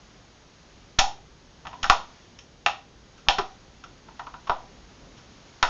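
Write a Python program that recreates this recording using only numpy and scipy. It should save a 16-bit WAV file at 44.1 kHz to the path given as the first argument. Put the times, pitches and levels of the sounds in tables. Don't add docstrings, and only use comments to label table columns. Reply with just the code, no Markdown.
import sys
import numpy as np
from scipy import signal
from scipy.fft import rfft, irfft, next_fast_len
from scipy.io import wavfile
from scipy.ndimage import uniform_filter1d, map_coordinates

SR = 44100
rng = np.random.default_rng(int(sys.argv[2]) if len(sys.argv) > 2 else 0)


def generate_wav(sig):
    pcm = np.round(np.clip(np.atleast_2d(sig).T, -1, 1) * 32767).astype(np.int16)
    wavfile.write(sys.argv[1], SR, pcm)


def convert_level_to_amplitude(level_db):
    exponent = np.asarray(level_db, float) / 20
    return 10 ** exponent


N = 250929

# start_s, rumble_db (before it wavers), hiss_db (before it wavers)
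FLOOR_LEVELS = [(0.0, -57, -59.5), (0.54, -59.5, -60.5), (1.0, -56.5, -61.5), (1.55, -58.5, -59.5),
                (1.921, -54, -58), (2.251, -58, -60.5), (5.69, -54.5, -58.5)]
# pitch_hz, level_db
RUMBLE_COLOUR = [(12, -59), (20, -4.5), (57, 3), (76, -5), (107, -3), (145, -3.5), (316, -7.5),
                 (600, -12.5), (780, -48.5), (1320, -120)]
# pitch_hz, level_db
HISS_COLOUR = [(240, -50.5), (400, -14.5), (490, -20), (654, -6), (2500, -13), (3060, -12.5), (7000, -15),
               (9100, -32.5), (15400, -120)]
# pitch_hz, level_db (rms)
WHINE_TONE = (7854, -93)
# start_s, strength_db (before a boost shared by all), part_hz and part_db (ring of the part that gives way),
# brightness_db, slip_ms
CRACK_LIST = [(0.986, -17.5, 3020, -17, 0, 3.1), (.987, 1, 778, 4, 14, 11), (1.012, -17, 800, 17, -12, 3.9),
              (1.025, -23, 800, 1, 4.5, 6.6), (1.039, -20, 888, 11.5, -9, 4.3),
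              (1.651, -28.5, 902, -5, -9, 8.1), (1.668, -26, 920, -1, 2, 5.7),
              (1.728, -28, 1030, 1, -7, 9.5), (1.829, -14, 3400, -7, 11, 6.6),
              (1.841, -12, 1503, 2, 3, 4.2), (1.898, 0.5, 1163, -5.5, 4, 3),
              (2.387, -31, 3200, -8.5, 14.5, 7.5), (2.661, -5.5, 2720, 3, 2.5, 3.95),
              (3.171, -39.5, 1410, 3.5, 11, 34), (3.267, -37.5, 1123, 5, -21.5, 8),
              (3.285, -2.5, 3260, -2, 4.5, 2.73), (3.382, -11, 400, 14, 0, 11.3),
              (3.837, -30, 1350, 4, 5.5, 7.2), (4.084, -36, 970, 6, -6.5, 7.2),
              (4.193, -23, 1015, 0, -2, 7.8), (4.266, -28, 1100, -1, -9, 6.8),
              (4.338, -28, 1010, -5, -9.5, 9), (4.47, -27, 1120, 10, -1, 11.8),
              (4.495, -9.5, 990, -9, -7, 4.1), (5.168, -38, 4740, -12, 6, 34),
              (5.627, -3.5, 1910, -9, 3, 3.1)]
# pitch_hz, level_db (before scatter), t60_s (time to fall by 60 dB)
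SHELL_MODES = [(400, 3, 0.013), (554, -11, 0.063), (694, 0.5, 0.018), (767, -12, 0.079), (814, -7.5, 0.069),
               (995.5, -2.5, 0.04), (1285, 3, 0.013), (1440, 1.5, 0.017), (1887, -0.5, 0.011),
               (3360, -17, 0.0024), (2720, -3, 0.005), (3760, -4, 0.0085), (4393, -1.5, 0.0069),
               (5483, 6.5, 0.0067)]
# pitch_hz, level_db,
# gain_per_brightness (dB for each dB), gain_per_strength (dB for each dB)
CRACK_COLOUR = [(224, -42.5, 0.16, -0.1), (414, -31, -0.34, 1.02), (800, -10.5, 0.29, 0.65),
                (1540, -10, 0.63, 0.49), (3200, -12.5, 1.17, 0.37), (4256, -18, 1.03, 0.65),
                (6000, -24, 1.87, 0.42)]
# delay_ms, level_db (before the treble loss)
WALL_ECHOES = [(4.5, -3.5), (9.6, -7.5), (22, -10.5)]
# pitch_hz, t60_s, level_db
ROOM_BANDS = [(316, 0.22, 7.5), (790, 0.3, 3), (1380, 0.29, -7), (2010, 0.28, -7), (3757, 0.29, -4),
              (5476, .26, -2.5)]
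# start_s, depth_share (of full scale, before smoothing), recovery_ms
JOLT_LIST = [(0.989, -0.11, 52), (1.835, 0.029, 44), (1.9, -0.091, 34), (3.285, -0.057, 21),
             (3.386, -0.022, 41), (4.499, 0.026, 43), (5.631, -0.051, 54)]
# pitch_hz, level_db
MIC_LIMIT = [(6800, 3), (7200, -9), (7500, -25), (8000, -33.5), (9000, -66)]


def unit(x):
    return x / np.sqrt(np.mean(x ** 2) + 1e-20)


def along(at, values, hz):
    return np.interp(np.log(hz + 1), np.log(np.asarray(at) + 1), values)


def coloured(x, at, db):
    size = next_fast_len(len(x) + 4096)
    level_db = along(at, db, np.fft.rfftfreq(size, 1 / SR))
    cepstrum = irfft(np.log(convert_level_to_amplitude(level_db)), size)
    cepstrum[1:size // 2] *= 2
    cepstrum[size // 2 + 1:] = 0
    response = np.exp(rfft(cepstrum))
    return irfft(rfft(x, size) * response, size)[:len(x)]


def wobble(rate_hz):
    points = rng.standard_normal(int(N * rate_hz / SR) + 4)
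    return map_coordinates(points, [np.arange(N) * rate_hz / SR])


def floor():
    start_s, rumble_db, hiss_db = np.transpose(FLOOR_LEVELS)
    t = np.arange(N) / SR
    rumble = unit(coloured(rng.standard_normal(N), *np.transpose(RUMBLE_COLOUR)))
    hiss = unit(coloured(rng.standard_normal(N), *np.transpose(HISS_COLOUR)))
    rumble *= convert_level_to_amplitude(np.interp(t, start_s, rumble_db) + wobble(10))
    hiss *= convert_level_to_amplitude(np.interp(t, start_s, hiss_db) + 0.89 * wobble(2.4))
    return rumble + hiss


def electrical_whine():
    pitch_hz, level_db = WHINE_TONE
    t = np.arange(N) / SR
    return np.sqrt(2) * convert_level_to_amplitude(level_db) * np.sin(2 * np.pi * pitch_hz * t)


def cracks():
    out = np.zeros(N + SR)
    t = np.arange(SR // 8) / SR
    echoes = wall_echoes()
    for start_s, strength_db, part_hz, part_db, bright_db, slip_ms in CRACK_LIST:
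        burst = slip_burst(slip_ms, t)
        body = shell_body(strength_db, part_hz, part_db, bright_db, t)
        blow = signal.fftconvolve(burst, body)[:len(t)]
        near = signal.fftconvolve(blow / np.linalg.norm(blow), echoes)
        tail = room_tail(rise_ms=0.53, tail_db=4.0)
        far = signal.fftconvolve(body / np.linalg.norm(body), tail)
        near_at = round(start_s * SR)
        far_at = round((start_s + slip_ms / 2000) * SR)
        out[near_at:][:len(near)] += convert_level_to_amplitude(strength_db + 12.5) * near
        out[far_at:][:len(far)] += convert_level_to_amplitude(strength_db + 9) * far
    return out[:N]


def slip_burst(slip_ms, t):
    onset_share = 0.15
    length_ms = max(slip_ms, 0.5)
    rise = 1 - np.exp(-t * 1000 / (onset_share * length_ms))
    slip = rise * np.exp(-(t * 1000 / length_ms) ** 2)
    unevenness = convert_level_to_amplitude(2.1 * rng.standard_normal(len(t)))
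    spectrum = rfft(rng.standard_normal(len(t)) * unevenness * slip)
    return irfft(spectrum / abs(spectrum), len(t)) * np.sqrt(slip)


def shell_body(strength_db, part_hz, part_db, bright_db, t):
    scatter_db, part_cycles = 3.5, 19
    lift_db, lift_octaves = 4.5, 0.4
    scatter = np.outer(rng.standard_normal(len(SHELL_MODES)), [0, scatter_db, 0])
    ring = ringing(SHELL_MODES + scatter, t)
    ring[1] += 30
    part = ringing([(part_hz, part_db, part_cycles / part_hz)], t)
    at, plain_db, per_brightness, per_strength = np.transpose(CRACK_COLOUR)
    hz = np.geomspace(150, 8000, num=40)
    colour_db = along(at, plain_db + per_brightness * bright_db + per_strength * strength_db, hz)
    colour_db += lift_db * np.exp(-(np.log2(hz / part_hz) / lift_octaves) ** 2)
    return coloured(ring + part, hz, colour_db)


def ringing(modes, t):
    hz, db, t60 = np.reshape(modes, (-1, 3)).T[:, :, None]
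    return np.sum(convert_level_to_amplitude(db - 60 * t / t60) * np.sin(2 * np.pi * hz * t), axis=0)


def wall_echoes():
    echoes = np.zeros(SR // 30)
    echoes[0] = 1
    for delay_ms, level_db in WALL_ECHOES:
        echoes[round(delay_ms * SR / 1000)] = convert_level_to_amplitude(level_db)
    echoes[1:] = coloured(echoes[1:], [1500, 5000], [0, -9])
    return echoes


def room_tail(rise_ms, tail_db):
    at, t60, band_db = np.transpose(ROOM_BANDS)
    hz, t, bands = signal.stft(rng.standard_normal(SR // 2), SR, nperseg=256)
    fade = convert_level_to_amplitude(-60 * t / along(at, t60, hz)[:, None])
    tail = signal.istft(bands * fade, SR, nperseg=256)[1][:SR // 2]
    ms = np.arange(len(tail)) / SR * 1000
    tail *= 1 - np.exp(-ms / rise_ms)
    return convert_level_to_amplitude(tail_db) * coloured(tail / np.linalg.norm(tail), at, band_db)


def jolts():
    t = np.arange(N) / SR
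    push = np.zeros(N)
    for start_s, depth, recovery_ms in JOLT_LIST:
        progress = (t - start_s) * 1000 / recovery_ms
        push += depth * (progress >= 0) * np.clip(1 - progress ** 2, 0, 1)
    capacitor_s = 0.042
    keep = np.exp(-1 / (capacitor_s * SR))
    return signal.lfilter([1, -1], [1, -keep], uniform_filter1d(push, size=60))


def scene():
    heard = floor() + cracks() + jolts()
    return (coloured(heard, *np.transpose(MIC_LIMIT)) + electrical_whine())[None]


def roll_off(x):
    return signal.sosfilt(signal.butter(12, 9400, fs=SR, output="sos"), x)


def record(dry):
    mix = np.clip(dry, -1, 1)
    return roll_off(mix)


dry = scene()
out = record(dry)
generate_wav(out)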